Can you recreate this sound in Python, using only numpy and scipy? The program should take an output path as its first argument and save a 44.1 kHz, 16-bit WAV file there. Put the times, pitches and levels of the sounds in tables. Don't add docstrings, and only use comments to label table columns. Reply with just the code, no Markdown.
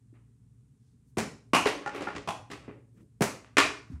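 import sys
import numpy as np
from scipy import signal
from scipy.fft import rfft, irfft
from scipy.io import wavfile
from scipy.ndimage import uniform_filter1d

SR = 44100
rng = np.random.default_rng(int(sys.argv[2]) if len(sys.argv) > 2 else 0)


def log_audio(samples):
    frames = np.atleast_2d(samples).T
    limited = np.clip(frames, -1, 1)
    pcm = np.round(limited * 32767).astype(np.int16)
    wavfile.write(sys.argv[1], SR, pcm)


N = 176400

# t/s, level/dB, bass/dB, low-mid/dB, treble/dB, top/dB (these four against the mids),
# chatter decay/ms, direct sound/dB, wall echoes/dB
RAMP_HITS = [(1.1713, 7.5, -3.5, 2, 3.5, 0.5, 0.39, -9.5, 1.5),
             (3.2083, 11.5, -6, 2.5, 3.5, 6, 0.69, -11, 1)]
SCUFF_AND_BOARD_HITS = [(.137, -31, 0, 0, -15, -23, 6.5, -10.5, -2),
                        (1.6567, 10.5, -5, 5, 3, 5, 2.75, -7, -0.5),
                        (1.9478, -5.5, -13.5, 9.5, 1, 7, 1.22, -6, -4),
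                        (2.007, -6, 5.5, 10, 5, 2, 3.3, -7, 0.5), (2.150, -6, 11, 5, 4.5, -11, 1.7, -8, 5),
                        (2.501, -4.5, 8, 2.5, 4.5, 4.5, 3.5, -14, 1.5),
                        (2.680, -16.5, 16, 13.5, -30, -31.5, 0.15, -8, 1.5)]
BACK_PANEL_HITS = [(3.5696, 20.4, -8.5, -7.5, 4.7, 2.5, 1.79, -7, 0.88)]
BOARD_TICKS = [(2.182, -19.5, -10, -7, 9, -4, 0.13, 6.9, -8),
               (3.446, -21, -11, -12.5, -3.5, -13, 0.58, 3.6, -6.5)]
TOP_CUP_HITS = [(1.534, 16.1, 0.0084, 0.5, 1.5, 0, 2.9, -7, -1.5)]
RING_HITS = [(1.861, -8, 0, 2.6, -1, -20, 2.9, 4.9, 7.7), (2.071, -10, 1.7, 5, -12, -20, 3.3, 6.3, 8.9)]
LOW_CUP_HITS = [(2.275, 1.16, 6.8, 0.0072, 1.3, -2, 1, -8, 2.4)]
# f/Hz, level/dB
RAMP_COLOUR = [(40, -8), (90, 5.5), (190, 8.5), (360, 1), (750, 0.5), (1400, -2), (2400, -2.5),
               (3300, -12.5), (6000, -12.5), (9000, -16), (15000, -29)]
WOOD_COLOUR = [(40, -3.5), (170, -5.5), (330, -1), (500, -2), (1200, -3), (2600, -2), (3400, -8.5),
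               (5200, -14), (9500, -23), (15000, -41)]
PLASTIC_COLOUR = [(40, -15), (200, -0.5), (500, -4), (1200, 0), (1650, -6), (2900, -4.5), (3350, -12.5),
                  (5500, -12.5), (10000, -17.5), (15000, -32.5)]
# f/Hz, width/Hz, level/dB against the colour
RAMP_MODES = [(161, 5.1, -3.5), (218, 11, 6), (402, 25, 5), (639, 50, -3)]
BOARD_MODES = [(288.4, 16, 10), (415, 15, 12), (564, 10, 7), (834, 23, 4.1), (1184, 180, 5),
               (1930, 150, 2.7)]
BACK_PANEL_MODES = [(286, 20, 13), (413, 36, 10.6), (630, 26, 7.4), (1141, 90, 8.2), (1400, 33, 7.3),
                    (1780, 85, 3), (2145, 74, 4), (2450, 200, 2.8)]
TOP_CUP_MODES = [(280, 6.7, 12), (590, 27, 5.3), (704, 33, 2.2), (990, 68, 6.8), (1050, 370, 7.7),
                 (1380, 40, 3.1), (2030, 47, 5.9), (2430, 250, 7.1), (2700, 70, 10), (2860, 110, 10.3)]
RING_MODES = [(408, 27, 9.4), (542, 13, 9.9), (825.6, 15, 27), (1409, 29, 21.6), (1770, 50, 17),
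              (1900, 52, 11)]
LOW_CUP_MODES = [(670, 88, 12), (824, 53, 15.6), (1025, 39, 16.6), (1094, 21, 12.8), (2470, 54, 9),
                 (2610, 31, 8.7), (3360, 120, 12)]
# f/Hz, level/dB
PANEL_SHADOW = [(400, 4.5), (1200, -5), (3500, -10.5), (12000, -11)]
RIM_SHADOW = [(400, 2.5), (1200, -1), (3500, -3.5), (12000, -7)]
# t/s, level/dB, final f/Hz, swell/s
FLEX_THUMPS = [(1.17, -23, 169, 0.0033), (1.533, -22.5, 108, 0.0033), (1.657, -21, 370, 0.0048),
               (2.6786, -35, 196, 0.0069), (3.2073, -18.5, 131, 0.0075), (3.571, -23.5, 285.4, 0.013)]
# t/s, level/dB, f/Hz, decay/s
CARPET_THUDS = [(0.127, -48, 294, 0.0029), (0.462, -53, 164, 0.0069), (2.401, -44.5, 104, 0.014),
                (3.9, -32.5, 156, 0.0033), (3.915, -37, 261.4, 0.0062), (3.931, -29.5, 81.5, 0.011)]
# t/s, level/dB
ROLL_LEVELS = [(1.70, -66), (1.80, -52.5), (2.02, -40.5), (2.16, -47), (2.26, -71), (2.48, -80),
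               (2.58, -71), (2.651, -61), (2.72, -63), (2.85, -86)]
# t/s, half-length/s, level/dB, centre f/Hz
RUSTLES = [(0.882, .08, -84.5, 5100), (1.094, 0.031, -80, 7500), (2.996, 0.027, -71, 1454),
           (2.998, 0.054, -80.5, 7000), (3.008, 0.059, -57, 199.1), (3.935, 0.058, -66, 1100),
           (3.925, 0.05, -73.5, 5000)]
# f/Hz, T60/s
ROOM_T60 = [(100, 0.55), (250, 0.48), (500, 0.41), (2000, 0.36), (6000, 0.39), (10000, 0.33), (15000, 0.23)]
# delay/s, and level/dB for each delay
ECHO_DELAYS = [.0119, .0148, .0202, .0322]
ECHO_LEVELS = [-11.5, -6.5, -12.5, -10]
# f/Hz, relative level/dB
ROOM_TONE = [(25, -41), (38, -23.5), (52, -4), (90, -13), (125, -1.5), (160, -14.5), (270, -15), (340, -35),
             (430, -26.5), (540, -45), (900, -44), (3000, -51), (4800, -53), (8800, -45), (12000, -57.5),
             (16000, -67)]

BASS_HZ, LOW_MID_HZ, MID_HZ, HIGH_MID_HZ, TREBLE_HZ, TOP_HZ = 141, 401.7, 1140, 2400, 7490, 13000
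SIZE = 32768
T, HZ = np.arange(SIZE) / SR, np.fft.rfftfreq(SIZE, 1 / SR)
SCENE_T, SCENE_HZ = np.arange(N) / SR, np.fft.rfftfreq(N, 1 / SR)
FADE = np.clip(3 * (1 - T / T[-1]), 0, 1) ** 2


def contacts(events, colour, modes, shadow, scatter_db, scatter_s=0.011):
    out, part = np.zeros(N), part_gain(colour, modes)
    shade = minimum_phase(amp(curve(shadow, HZ)))
    for s, db, bass_db, low_mid_db, treble_db, top_db, chatter_ms, direct_db, echo_db in events:
        tone_db = curve([(BASS_HZ, bass_db), (LOW_MID_HZ, low_mid_db), (MID_HZ, 0), (HIGH_MID_HZ, 0),
                         (TREBLE_HZ, treble_db), (TOP_HZ, top_db)], HZ)
        ring = minimum_phase(part * amp(db + tone_db))
        chatter = rfft(burst(chatter_ms / 1000))
        furniture = amp(scatter_db) * rfft(burst(scatter_s))
        paths = amp(direct_db) * shade * (1 + furniture) + room(echo_db)
        add(out, s, irfft(ring * chatter * paths) * FADE)
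    return out


def part_gain(colour, modes):
    peaks = sum(amp(db) ** 2 / (1 + (2 * (HZ - hz) / width) ** 2) for hz, width, db in modes)
    return amp(curve(colour, HZ)) * np.sqrt(1 + peaks)


def burst(decay_s):
    envelope = np.exp(-T / decay_s)
    noise = rng.standard_normal(SIZE) * envelope
    gate = np.minimum(10 * envelope, 1)
    for _ in range(3):
        noise = whiten(noise, bins=40) * gate
    return noise / np.linalg.norm(noise)


def wood_flex(start_hz=883, fall_s=0.00272):
    out = np.zeros(N)
    for s, db, end_hz, swell_s in FLEX_THUMPS:
        hz = end_hz + (start_hz - end_hz) * np.exp(-T / fall_s)
        swell = T / swell_s * np.exp((1 - (T / swell_s) ** 2) / 2)
        add(out, s, amp(db) * swell * np.sin(2 * np.pi * np.cumsum(hz) / SR))
    return out


def carpet_thuds(room_db=-9):
    out = np.zeros(N)
    for s, db, hz, decay_s in CARPET_THUDS:
        envelope = 2 * T / decay_s * np.exp(-T / decay_s)
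        add(out, s, amp(db) * envelope * np.sin(2 * np.pi * hz * T))
    return out + amp(room_db) * signal.fftconvolve(out, irfft(room()))[:N]


def rolling(bumps_per_s=500, dull_hz=2500):
    bumps = rng.standard_normal(N) * (rng.random(N) < bumps_per_s / SR)
    board = minimum_phase(part_gain(WOOD_COLOUR, BOARD_MODES))
    ring = irfft(board * room() / (1 + 1j * HZ / dull_hz)) * FADE
    level_db = np.interp(SCENE_T, *np.transpose(ROLL_LEVELS), left=-140, right=-140)
    return amp(level_db) * unit(signal.fftconvolve(bumps, ring)[:N])


def rustles(width_octaves=0.71, flutter_depth=0.16):
    out = np.zeros(N)
    for s, half_s, db, centre_hz in RUSTLES:
        octaves = np.log2((SCENE_HZ + 1) / centre_hz)
        hiss = shaped_noise(np.exp(-(octaves / width_octaves) ** 2 / 2))
        out += amp(db) * hiss * np.exp(-((SCENE_T - s) / half_s) ** 2)
    flutter = unit(uniform_filter1d(rng.standard_normal(N), size=400))
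    return out * (1 + flutter_depth * flutter)


def room(echo_db=0, onset_s=0.0074, rise_s=0.0055, tail_db=1.5):
    mid_t60 = curve(ROOM_T60, MID_HZ)
    envelope = np.clip((T - onset_s) / rise_s, 0, 1) * amp(-60 * T / mid_t60)
    tail = whiten(rng.standard_normal(SIZE) * envelope, bins=44) * np.clip(T / onset_s - .5, 0, 1)
    hz, t, bands = signal.stft(tail, SR, nperseg=256)
    bands *= amp(-60 * t * (1 / curve(ROOM_T60, hz)[:, None] - 1 / mid_t60))
    response = amp(tail_db) * signal.istft(bands, SR)[1][:SIZE] * FADE ** 2
    for delay_s, db in zip(ECHO_DELAYS, ECHO_LEVELS):
        response[round(delay_s * SR)] += amp(db + echo_db)
    return rfft(response)


def room_tone(air_db=-60.5, hum_hz=115.2, hum_db=-62, waver=0.36):
    air = shaped_noise(amp(curve(ROOM_TONE, SCENE_HZ)))
    drift = shaped_noise(np.exp(-SCENE_HZ / 3))
    hum = unit((1 + waver * drift) * np.sin(2 * np.pi * hum_hz * SCENE_T))
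    return amp(air_db) * air + amp(hum_db) * hum


def amp(db):
    return 10 ** (np.asarray(db) / 20)


def unit(x):
    return x / np.sqrt(np.mean(x ** 2) + 1e-20)


def curve(points, hz):
    f, value = np.transpose(points)
    return np.interp(np.log(hz + 1), np.log(f + 1), value)


def add(mix, s, sound):
    part = mix[round(s * SR):][:len(sound)]
    part += sound[:len(part)]


def minimum_phase(gain):
    log_gain = np.log(np.maximum(gain, 1e-6))
    mirrored = np.r_[log_gain, log_gain[-2:0:-1]]
    return np.exp(np.conj(signal.hilbert(mirrored)))[:len(gain)]


def whiten(x, bins):
    spectrum = rfft(x)
    power = abs(uniform_filter1d(abs(spectrum) ** 2, bins))
    return irfft(spectrum / np.sqrt(power + 1e-12))


def shaped_noise(gain):
    return unit(irfft(rfft(rng.standard_normal(N)) * gain, N))


def scene():
    wood = (contacts(RAMP_HITS, RAMP_COLOUR, RAMP_MODES, PANEL_SHADOW, scatter_db=9) + wood_flex()
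            + contacts(SCUFF_AND_BOARD_HITS, WOOD_COLOUR, BOARD_MODES, RIM_SHADOW, scatter_db=7.5)
            + contacts(BACK_PANEL_HITS, WOOD_COLOUR, BACK_PANEL_MODES, RIM_SHADOW, scatter_db=3)
            + contacts(BOARD_TICKS, WOOD_COLOUR, BOARD_MODES, RIM_SHADOW, scatter_db=-12))
    cups = (contacts(TOP_CUP_HITS, PLASTIC_COLOUR, TOP_CUP_MODES, RIM_SHADOW, scatter_db=4)
            + contacts(RING_HITS, PLASTIC_COLOUR, RING_MODES, RIM_SHADOW, scatter_db=-2)
            + contacts(LOW_CUP_HITS, PLASTIC_COLOUR, LOW_CUP_MODES, RIM_SHADOW, scatter_db=6.5))
    return (wood + cups + carpet_thuds() + rolling() + rustles() + room_tone())[None]


def record(dry):
    low_cut = signal.butter(N=3, Wn=59.4, btype="high", fs=SR, output="sos")
    band_limit = signal.firwin(511, cutoff=15850, window=("kaiser", 9), fs=SR)
    return signal.oaconvolve(signal.sosfilt(low_cut, dry), band_limit[None], "same")


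dry = scene()
out = record(dry)
log_audio(out)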